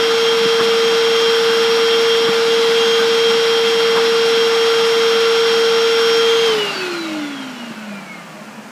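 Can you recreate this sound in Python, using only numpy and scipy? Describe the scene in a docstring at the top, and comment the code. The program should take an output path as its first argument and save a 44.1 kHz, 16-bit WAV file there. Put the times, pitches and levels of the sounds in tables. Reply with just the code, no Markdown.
"""A small room, with a portable carpet cleaner running on the floor. Its suction motor sings in tones locked
to one shaft, over the rush of air in the housing; the brush head circles and scrubs, then rests, and
plastic knocks now and then. The cleaner is switched off: the tones glide down as the rotor coasts,
ringing the shell on their way, and the rush fades to a hiss over the low rumble of the room."""
import sys
import numpy as np
from scipy import signal
from scipy.fft import rfft, irfft, next_fast_len
from scipy.io import wavfile

SR = 44100
rng = np.random.default_rng(int(sys.argv[2]) if len(sys.argv) > 2 else 0)


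def generate_wav(signal):
    """Clip the signal to [-1, 1] and save it as 16-bit WAV at the path in sys.argv[1]."""
    frames = np.transpose(np.atleast_2d(signal))
    scaled = np.clip(frames, -1, 1) * 32767
    pcm = np.round(scaled).astype(np.int16)
    wavfile.write(sys.argv[1], SR, pcm)


N = 384097
TIME = np.arange(N) / SR
BRUSH_STOP_S, SWITCH_OFF_S = 4.5, 6.46

# rotor speed under power: time_s, speed_hz
ROTOR_SPEED = [(0, 458.4), (1.3, 458.2), (2.7, 459.3), (4.05, 458.8), (5.3, 457.9), (6.46, 458.2)]
FULL_SPEED_HZ = ROTOR_SPEED[-1][1]


def from_db(db):
    """Decibels to gain."""
    return np.exp(np.log(10) / 20 * np.asarray(db))


def rms_one(x):
    """Scale to unit power."""
    return x / np.sqrt(np.mean(x ** 2) + 1e-20)


def curve(points):
    """An automation curve: straight lines between timed points."""
    return np.interp(TIME, *np.transpose(points))


def bumps(rows, at):
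    """Decibels added by short smooth swells and dips."""
    return sum(db * np.exp(-((at - s) / half_length) ** 2) for s, half_length, db in rows)


def lift(resonances, hz):
    """Decibels that a set of peaks and dips adds at a frequency."""
    return sum(db / (1 + (2 * (hz - centre) / width) ** 2) for centre, width, db in resonances)


def drift(rate_hz):
    """A smooth random wobble of unit power."""
    r = np.exp(-40 * np.pi * rate_hz / SR)
    slow = signal.lfilter([1], [1, -2 * r, r * r], rng.standard_normal(N // 20 + 2002))[2000:]
    return np.interp(np.arange(N) / 20, np.arange(len(slow)), rms_one(slow))


def noise(spectrum, resonances=(), ripple_db=0):
    """Coloured noise of unit power, shaped by resonances and rippled by wall reflections."""
    size = next_fast_len(N)
    hz = np.maximum(np.fft.rfftfreq(size, 1 / SR), 1)
    points_hz, points_db = np.transpose(spectrum)
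    colour_db = np.interp(np.log(hz), np.log(points_hz), points_db) + lift(resonances, hz)
    ripple_hz = np.arange(0, SR / 2, 20)
    colour_db += ripple_db * np.interp(hz, ripple_hz, rng.standard_normal(len(ripple_hz)))
    return rms_one(irfft(rfft(rng.standard_normal(size)) * from_db(colour_db), size)[:N])


def tone(phase, rough, flutter_hz):
    """A sine of unit power whose level and phase are shaken by turbulence."""
    shaken = (1 + rough * drift(flutter_hz)) * np.sin(phase)
    return rms_one(shaken + rough * drift(flutter_hz) * np.cos(phase))


def room_tone():
    """The bed: a low room rumble and a faint hiss that lingers around the machine."""
    # colours of the rumble and the hiss: freq_hz, level_db
    rumble = [(20, -67), (50, -57), (80, -45), (105, -20), (130, -14), (155, -1.5), (178, -8), (210, 7.5),
              (255, -3.5), (320, -9), (400, -11), (620, -6.5), (900, -8), (4000, -37)]
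    hiss = [(60, -64), (180, -40), (310, -2), (440, -17), (620, -6.5), (720, -16), (900, -10.5),
            (1100, -12), (1600, -5.5), (1950, -11), (2500, -9.5), (3000, -16.5), (3900, -21), (4800, -19),
            (7900, -24), (8700, -25.5), (10100, -31), (15000, -41)]
    return from_db(-37) * noise(rumble) + from_db(-39.5) * noise(hiss, ripple_db=2)


def brush_turning():
    """One while the brush head circles, zero once it rests."""
    return np.clip((BRUSH_STOP_S - TIME) / 0.099, 0, 1)


def brush_swing(turn_s=1.635):
    """Level swing in dB as nozzles and brushes uncover and hide the air inlet, alike on every turn."""
    # passes over the inlet within one turn: centre_s, half_length_s, gain_db
    passes = [(.02, 0.034, 2), (0.29, 0.053, 3), (0.476, 0.12, 1.5), (0.773, 0.054, -5), (1.267, 0.21, 4),
              (1.415, 0.036, -8)]
    into_turn = np.linspace(0, turn_s, 400)
    return brush_turning() * np.interp(TIME % turn_s, into_turn, bumps(passes, into_turn))


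def scrubbing():
    """Bristles dragged over the carpet shake the housing until the brush head rests."""
    # colour of the shaking: freq_hz, level_db
    colour = [(30, -45), (85, -45), (140, -2.5), (220, 9.5), (330, -3), (600, 1.5), (1500, -54)]
    return brush_turning() * from_db(-37.5 + 2 * drift(13)) * noise(colour)


def nozzles(speed_share):
    """Air whistles past the nozzles, a breathy band that swells and sinks as they circle."""
    # colour of the breath: freq_hz, level_db
    colour = [(1000, -39), (2550, -32), (2700, -3.5), (2800, 4), (2900, -9), (3030, -16), (3300, -2),
              (3450, 3), (3700, -28), (4000, -15), (4400, -20), (9000, -45)]
    return from_db(-34.8 + 1.2 * brush_swing()) * speed_share ** 5 * noise(colour)


def knocks(contact_s=0.0018):
    """A short plastic clatter swells to a soft blow, which rings the low modes of the housing."""
    # knocks of the brush head and housing: start_s, thump_db, clatter_db, length_s
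    hits = [(0.449, -12, -37, 0.0105), (0.594, -16, -19.5, 0.0196), (2.275, -11, -22.5, 0.02),
            (3.945, -24, -20.5, 0.04), (6.483, -23, -28, 0.0177), (7.7, -19, -51, 0.0084)]
    # colour of the plastic clatter: freq_hz, level_db
    colour = [(80, -20), (170, -3), (300, -2), (700, -2), (1050, 2.5), (1600, -1), (2500, -20), (6000, -53),
              (15000, -60)]
    # low modes of the housing: pitch_hz, level_db, t60_s
    modes = [(150, -7, 0.059), (210, -4, 0.089), (260, -4, 0.064), (335, 1.5, 0.036), (590, -12, 0.032)]
    clatter, out, pushes = noise(colour), np.zeros(N), np.full(N, 1e-18)
    for start_s, thump_db, clatter_db, length_s in hits:
        age = np.clip((TIME - start_s) / length_s * 2, 0, 20)
        out += age * np.exp(1 - age) * from_db(clatter_db) * clatter
        push = np.exp(-((TIME - start_s - length_s / 2) / contact_s * 2) ** 2)
        pushes += from_db(thump_db) * push / push.sum()
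    for k, (hz, db, t60_s) in enumerate(modes):
        r, w = np.exp(-np.log(1000) / (t60_s * SR)), 2 * np.pi * hz / SR
        ring = signal.lfilter([0, np.sin(w)], [1, -2 * r * np.cos(w), r * r], pushes)
        out += (-1) ** k * from_db(db) * ring
    # the knocks carry no deep bass
    return signal.sosfilt(signal.butter(2, 116, "high", fs=SR, output="sos"), out)


def side_tones():
    """Faint wavering tones sound until the power is cut."""
    # steady pitches of the running machine: pitch_hz, level_db
    pitches = [(559, -50), (2092, -51), (2371, -46)]
    running = np.exp(-np.maximum(TIME - SWITCH_OFF_S, 0) / 0.048)
    return running * sum(from_db(db) * tone(2 * np.pi * hz * TIME, rough=0.47, flutter_hz=3.7)
                         for hz, db in pitches)


def shell_rings(speed_hz, speed_share):
    """The slowing rotor shakes the shell, which flares as an overtone glides through a resonance."""
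    # hollow rings of the shell: pitch_hz, width_hz, level_db, fade_exponent
    rings = [(621, 18, -29, 1.3), (1216, 55, -37, 5.4), (1440, 110, -20, 5.9), (2050, 70, -38, 2.4),
             (2960, 68, -34, 2.9), (3970, 86, -37, 3.6), (5620, 120, -41, 2.5), (6980, 140, -49, 2.2)]
    out, speeds = np.zeros(N), np.arange(speed_hz.max())
    for hz, width_hz, db, fade in rings:
        r = np.exp(-np.pi * width_hz / SR)
        poles = [1, -2 * r * np.cos(2 * np.pi * hz / SR), r * r]
        ring = rms_one(signal.lfilter([1, 0, -1], poles, rng.standard_normal(N)))
        meeting = sum(1 / (1 + ((k * speeds - hz) / width_hz) ** 4) for k in range(2, 25))
        out += from_db(db) * speed_share ** fade * np.interp(speed_hz, speeds, meeting) * ring
    return out * (1 - speed_share ** 10)


def suction_duct(speed_share):
    """The duct adds a hollow band to the rush, which surges now and then."""
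    # colour of the band: freq_hz, level_db
    colour = [(700, -45), (1050, -12), (1220, 0), (1320, -8), (1480, 4), (1600, 2), (1750, -16),
              (2600, -32)]
    # its surges: centre_s, half_length_s, gain_db
    surges = [(1.34, .09, 9), (1.53, 0.055, 10), (2.0, .2, 3), (3.0, 0.045, 10), (5.15, .2, 2),
              (6.03, 0.095, 9.5)]
    return from_db(-36.5 + bumps(surges, TIME)) * speed_share ** 6 * noise(colour)


def airflow(angle, speed_share, mains_hz=50):
    """Turbulence rings in the housing and hisses at the vents; as suction dies, a whirr takes over."""
    # colours of the fan's rush, the freewheeling whirr and the vent hiss: freq_hz, level_db
    rush_colour = [(50, -62), (120, -16), (200, -5), (320, -1), (400, -12.5), (600, -5), (850, -0.5),
                   (1400, 0.5), (1800, -3), (3400, -1.5), (5300, -7.5), (6200, -14), (8000, -25.5),
                   (15000, -38)]
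    whirr_colour = [(40, -50), (90, -29), (190, 0), (300, -1), (450, -4.5), (850, -1), (1100, -0.5),
                    (1600, -2.5), (1850, -9.5), (2700, -2.5), (3700, -10.5), (4500, -11), (5200, -20),
                    (8000, -24.5), (15000, -50)]
    hiss_colour = [(60, -47), (600, -23), (2000, 15.5), (3200, 0.5), (4500, 7.5), (6500, 3), (8500, -4.5),
                   (10000, -5.5), (12500, -8), (15000, -16)]
    # peaks and notches of the housing's air, the shell and the vents: centre_hz, width_hz, gain_db
    housing = [(790, 60, 2), (880, 70, 2.5), (930, 50, -3.5), (1164, 110, 4.5), (1445, 90, 3.5),
               (1570, 90, 2.5), (1810, 70, 2), (1890, 70, -2.5), (2044, 130, 2.5), (2240, 200, 2),
               (2490, 92, -2), (2780, 150, 3.5), (2970, 90, -3), (3200, 69, -1), (3460, 210, 4),
               (4005, 130, 5), (4390, 140, 2.5), (4600, 80, -2.5), (5070, 270, 5), (5380, 140, -2.5),
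               (6340, 130, -17), (6620, 150, 3), (7500, 130, 7), (7520, 130, -6), (7920, 160, 8),
               (8150, 220, 8)]
    shell = [(466, 110, 0), (598, 45, 5), (704, 50, -6), (806, 63, 5), (1170, 55, 3), (1320, 60, 0),
             (1440, 130, 4), (1790, 150, -9), (2080, 100, 1), (2920, 94, 1.5), (3060, 70, 0),
             (3210, 90, 3.5), (3380, 100, 4), (3980, 150, 7), (4300, 200, -3), (5580, 170, 7),
             (6960, 150, 5), (7400, 220, 3)]
    vents = [(6230, 200, -3), (7500, 150, -3), (8800, 200, 2), (9450, 200, -1.5), (9950, 200, 2.5),
             (10350, 250, -2.5), (10580, 140, 2), (11200, 220, -2), (12260, 220, 2), (14220, 190, 3.5)]
    suction = speed_share ** 7
    rush = np.sqrt(suction) * noise(rush_colour, housing, ripple_db=1.7)
    whirr = np.sqrt(1 - suction) * noise(whirr_colour, shell, ripple_db=4)
    hiss = from_db(-31 + drift(25)) * speed_share ** 2.57 * noise(hiss_colour, vents, ripple_db=0.9)
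    flow_gain = from_db(-21.5 + 0.4 * drift(15)) * speed_share ** 2.64
    # the shaft chops the flow slightly, and each half wave of the mains pulses it
    chop = 0.019 * np.sin(angle) + 0.03 * np.sin(2 * angle)
    pulse = 0.049 * suction * np.sin(4 * np.pi * mains_hz * TIME)
    return (flow_gain * (rush + whirr) + hiss) * (1 + chop + pulse)


def glide_gain(speed_share, path, order, fade):
    """A rotor tone fades with speed, flaring in the resonances of its path and sinking in the nulls."""
    shares = np.linspace(0, 1, 2000)
    path_db = lift(path, order * FULL_SPEED_HZ * shares)
    return np.interp(speed_share, shares, shares ** fade * from_db(path_db - path_db[-1]))


def overtones(angle, speed_share):
    """Faint harmonics of the rotor, which die early as it slows."""
    # high harmonics: shaft_multiple, level_db
    harmonics = [(13, -57), (16, -63), (21, -68), (24, -70), (28, -72)]
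    # third harmonic, stronger once the brush head rests: time_s, level_db
    third_level = [(0, -34.5), (4.4, -34.5), (4.6, -31), (6.25, -30), (6.5, -34)]
    shimmer = np.sqrt(2) * (1 + 0.2 * drift(6.6))
    high = shimmer * sum(from_db(db) * np.sin(k * angle) for k, db in harmonics)
    third = from_db(curve(third_level)) * tone(3 * angle, rough=0.2, flutter_hz=12)
    return high * speed_share ** 6 + third * speed_share ** 15


def slot_whistle(angle, speed_share, slots=12, draw_back_s=0.4):
    """The rotor's slots whistle; gliding down, the tone beats against its late echoes from the walls."""
    # the whistle sags once, later swells and drops out as the listener moves: time_s, level_db
    level = [(0, -33), (2.1, -31), (2.65, -36), (3.2, -32.5), (5.85, -31), (6.15, -26.5), (6.35, -43),
             (6.5, -37.5), (8.7, -41.5)]
    # resonances and echo nulls on its way out: centre_hz, width_hz, gain_db
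    path = [(2190, 150, 15.5), (2265, 35, -10), (2400, 100, 9), (2530, 50, -9), (2690, 80, -4),
            (2880, 63, 7), (3050, 49, -13), (3240, 330, 5.5), (3580, 120, 2), (3680, 90, -16),
            (3990, 200, 8), (4550, 160, 10.5), (4900, 90, -14), (5170, 130, -17), (5405, 100, 10)]
    # wall echoes, heard once the listener draws back: delay_s, level_db
    walls = [(.011, -10), (.019, -7), (.03, -23)]
    gain = from_db(curve(level)) * glide_gain(speed_share, path, order=slots, fade=1)
    singing = np.clip((speed_share - 0.355) / 0.035, 0, 1)  # sinks into the whirr near a third of speed
    whistle = singing * gain * tone(slots * angle, rough=0.095, flutter_hz=12)
    echoes = sum(from_db(db) * np.interp(TIME - delay_s, TIME, whistle) for delay_s, db in walls)
    away = np.clip((TIME - SWITCH_OFF_S) / draw_back_s, 0, 1)
    return whistle + away * echoes


def blade_whine(angle, speed_share, near_db, blades=7):
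    """The fan whines at its blade rate, swinging with the brush head, and again an octave above."""
    # brief flares and dips of the whine: centre_s, half_length_s, gain_db
    flares = [(0.12, 0.029, -3.5), (0.3, 0.028, 4), (0.36, 0.018, -7), (0.55, .03, 1.5), (0.8, .09, 4),
              (1.94, 0.056, 2), (2.13, 0.026, 4), (2.45, .03, -4), (2.72, .02, -4), (3.26, 0.035, 5.5),
              (3.58, 0.027, -0.5), (3.7, 0.074, 1.5), (4.3, .04, -5)]
    # the octave, restless while the brush head circles: time_s, level_db
    octave_level = [(0.03, -49), (0.2, -33), (0.42, -46), (0.55, -42), (0.66, -44), (0.86, -36), (1.0, -42),
                    (1.1, -38.5), (1.22, -35), (1.3, -45), (1.5, -47), (1.6, -38), (1.7, -46), (1.95, -49),
                    (2.03, -35.5), (2.25, -54), (2.55, -38), (2.66, -48), (2.76, -38), (2.95, -32.5),
                    (3.06, -46), (3.17, -37), (3.56, -51), (3.7, -39), (3.95, -50), (4.1, -45), (4.5, -39),
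                    (5.9, -40), (6.45, -38.5)]
    # resonances and echo nulls on each tone's way out: centre_hz, width_hz, gain_db
    whine_path = [(950, 120, 3), (1260, 150, 7), (1500, 110, 7), (1760, 280, -11), (2050, 45, 9),
                  (2110, 55, -13), (2200, 45, 7), (2250, 60, -6), (2590, 69, 9.5), (2664, 34, -39),
                  (2944, 498, 16.5), (3010, 46, -28)]
    octave_path = [(2910, 170, 13), (3430, 240, 10), (4000, 140, 3), (4620, 160, 6), (5500, 1000, -17)]
    whine_db = -23 + brush_swing() + bumps(flares, TIME)
    whine = from_db(whine_db) * tone(blades * angle, rough=0.16, flutter_hz=33)
    whine *= glide_gain(speed_share, whine_path, order=blades, fade=1.4)
    octave = from_db(curve(octave_level)) * tone(2 * blades * angle, rough=0.17, flutter_hz=22)
    octave *= glide_gain(speed_share, octave_path, order=2 * blades, fade=3.3)
    return from_db(near_db) * (whine + octave)


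def rotor_hum(angle, speed_share, near_db):
    """The rotor hums at its shaft rate and breaks into uneven pulses as it nears rest."""
    # base level of the hum: time_s, level_db
    level = [(0.03, -15.5), (0.9, -14.5), (2.15, -14.5), (2.32, -16), (2.5, -14), (3.2, -14.5),
             (3.27, -13.5), (3.45, -15), (4.12, -14.5), (4.28, -14), (4.48, -14.5), (5.9, -14),
             (6.45, -14.5)]
    # resonances and echo nulls on its way out: centre_hz, width_hz, gain_db
    path = [(203, 45, 10.5), (298, 24, 5.5), (391, 24, -18)]
    flutter_db = 7 * (1 - speed_share) ** 2 * drift(26)
    hum = from_db(curve(level) + 0.12 * near_db + flutter_db) * tone(angle, rough=0.049, flutter_hz=35)
    return hum * glide_gain(speed_share, path, order=1, fade=3.88)


def motor(angle, speed_share):
    """Hum, whine, whistle and overtones, all locked to the one shaft."""
    # the listener rises past the motor and draws back: time_s, gain_db
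    nearness = [(5.9, -4), (6.25, -0.5), (6.45, -0.5), (6.7, -6), (8.7, -10)]
    near_db = curve(nearness)
    lead = rotor_hum(angle, speed_share, near_db) + blade_whine(angle, speed_share, near_db)
    return lead + slot_whistle(angle, speed_share) + overtones(angle, speed_share)


def coasting(friction_hz_per_s=69, full_drag_hz_per_s=217):
    """Share of full speed: after switch-off, bearing friction and square-law air drag slow the rotor."""
    ratio = np.sqrt(full_drag_hz_per_s / friction_hz_per_s)
    slowed = ratio * friction_hz_per_s / FULL_SPEED_HZ * np.maximum(TIME - SWITCH_OFF_S, 0)
    return np.clip(np.tan(np.arctan(ratio) - slowed) / ratio, 0, 1)


def scene():
    """One shaft speed drives the tones and the air; the machine stands close by, over the room tone."""
    speed_share = coasting()
    speed_hz = curve(ROTOR_SPEED) * speed_share
    angle = 2 * np.pi * np.cumsum(speed_hz) / SR
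    suction_unit = motor(angle, speed_share) + airflow(angle, speed_share) + suction_duct(speed_share)
    suction_unit += side_tones() + shell_rings(speed_hz, speed_share)
    brush_head = nozzles(speed_share) + scrubbing() + knocks()
    return (suction_unit + brush_head + room_tone())[None]


def record(dry):
    """A steep low-pass cuts the top above 15250 Hz."""
    return signal.sosfilt(signal.ellip(12, 0.1, 80, 15250, fs=SR, output="sos"), dry)


dry = scene()
out = record(dry)
generate_wav(out)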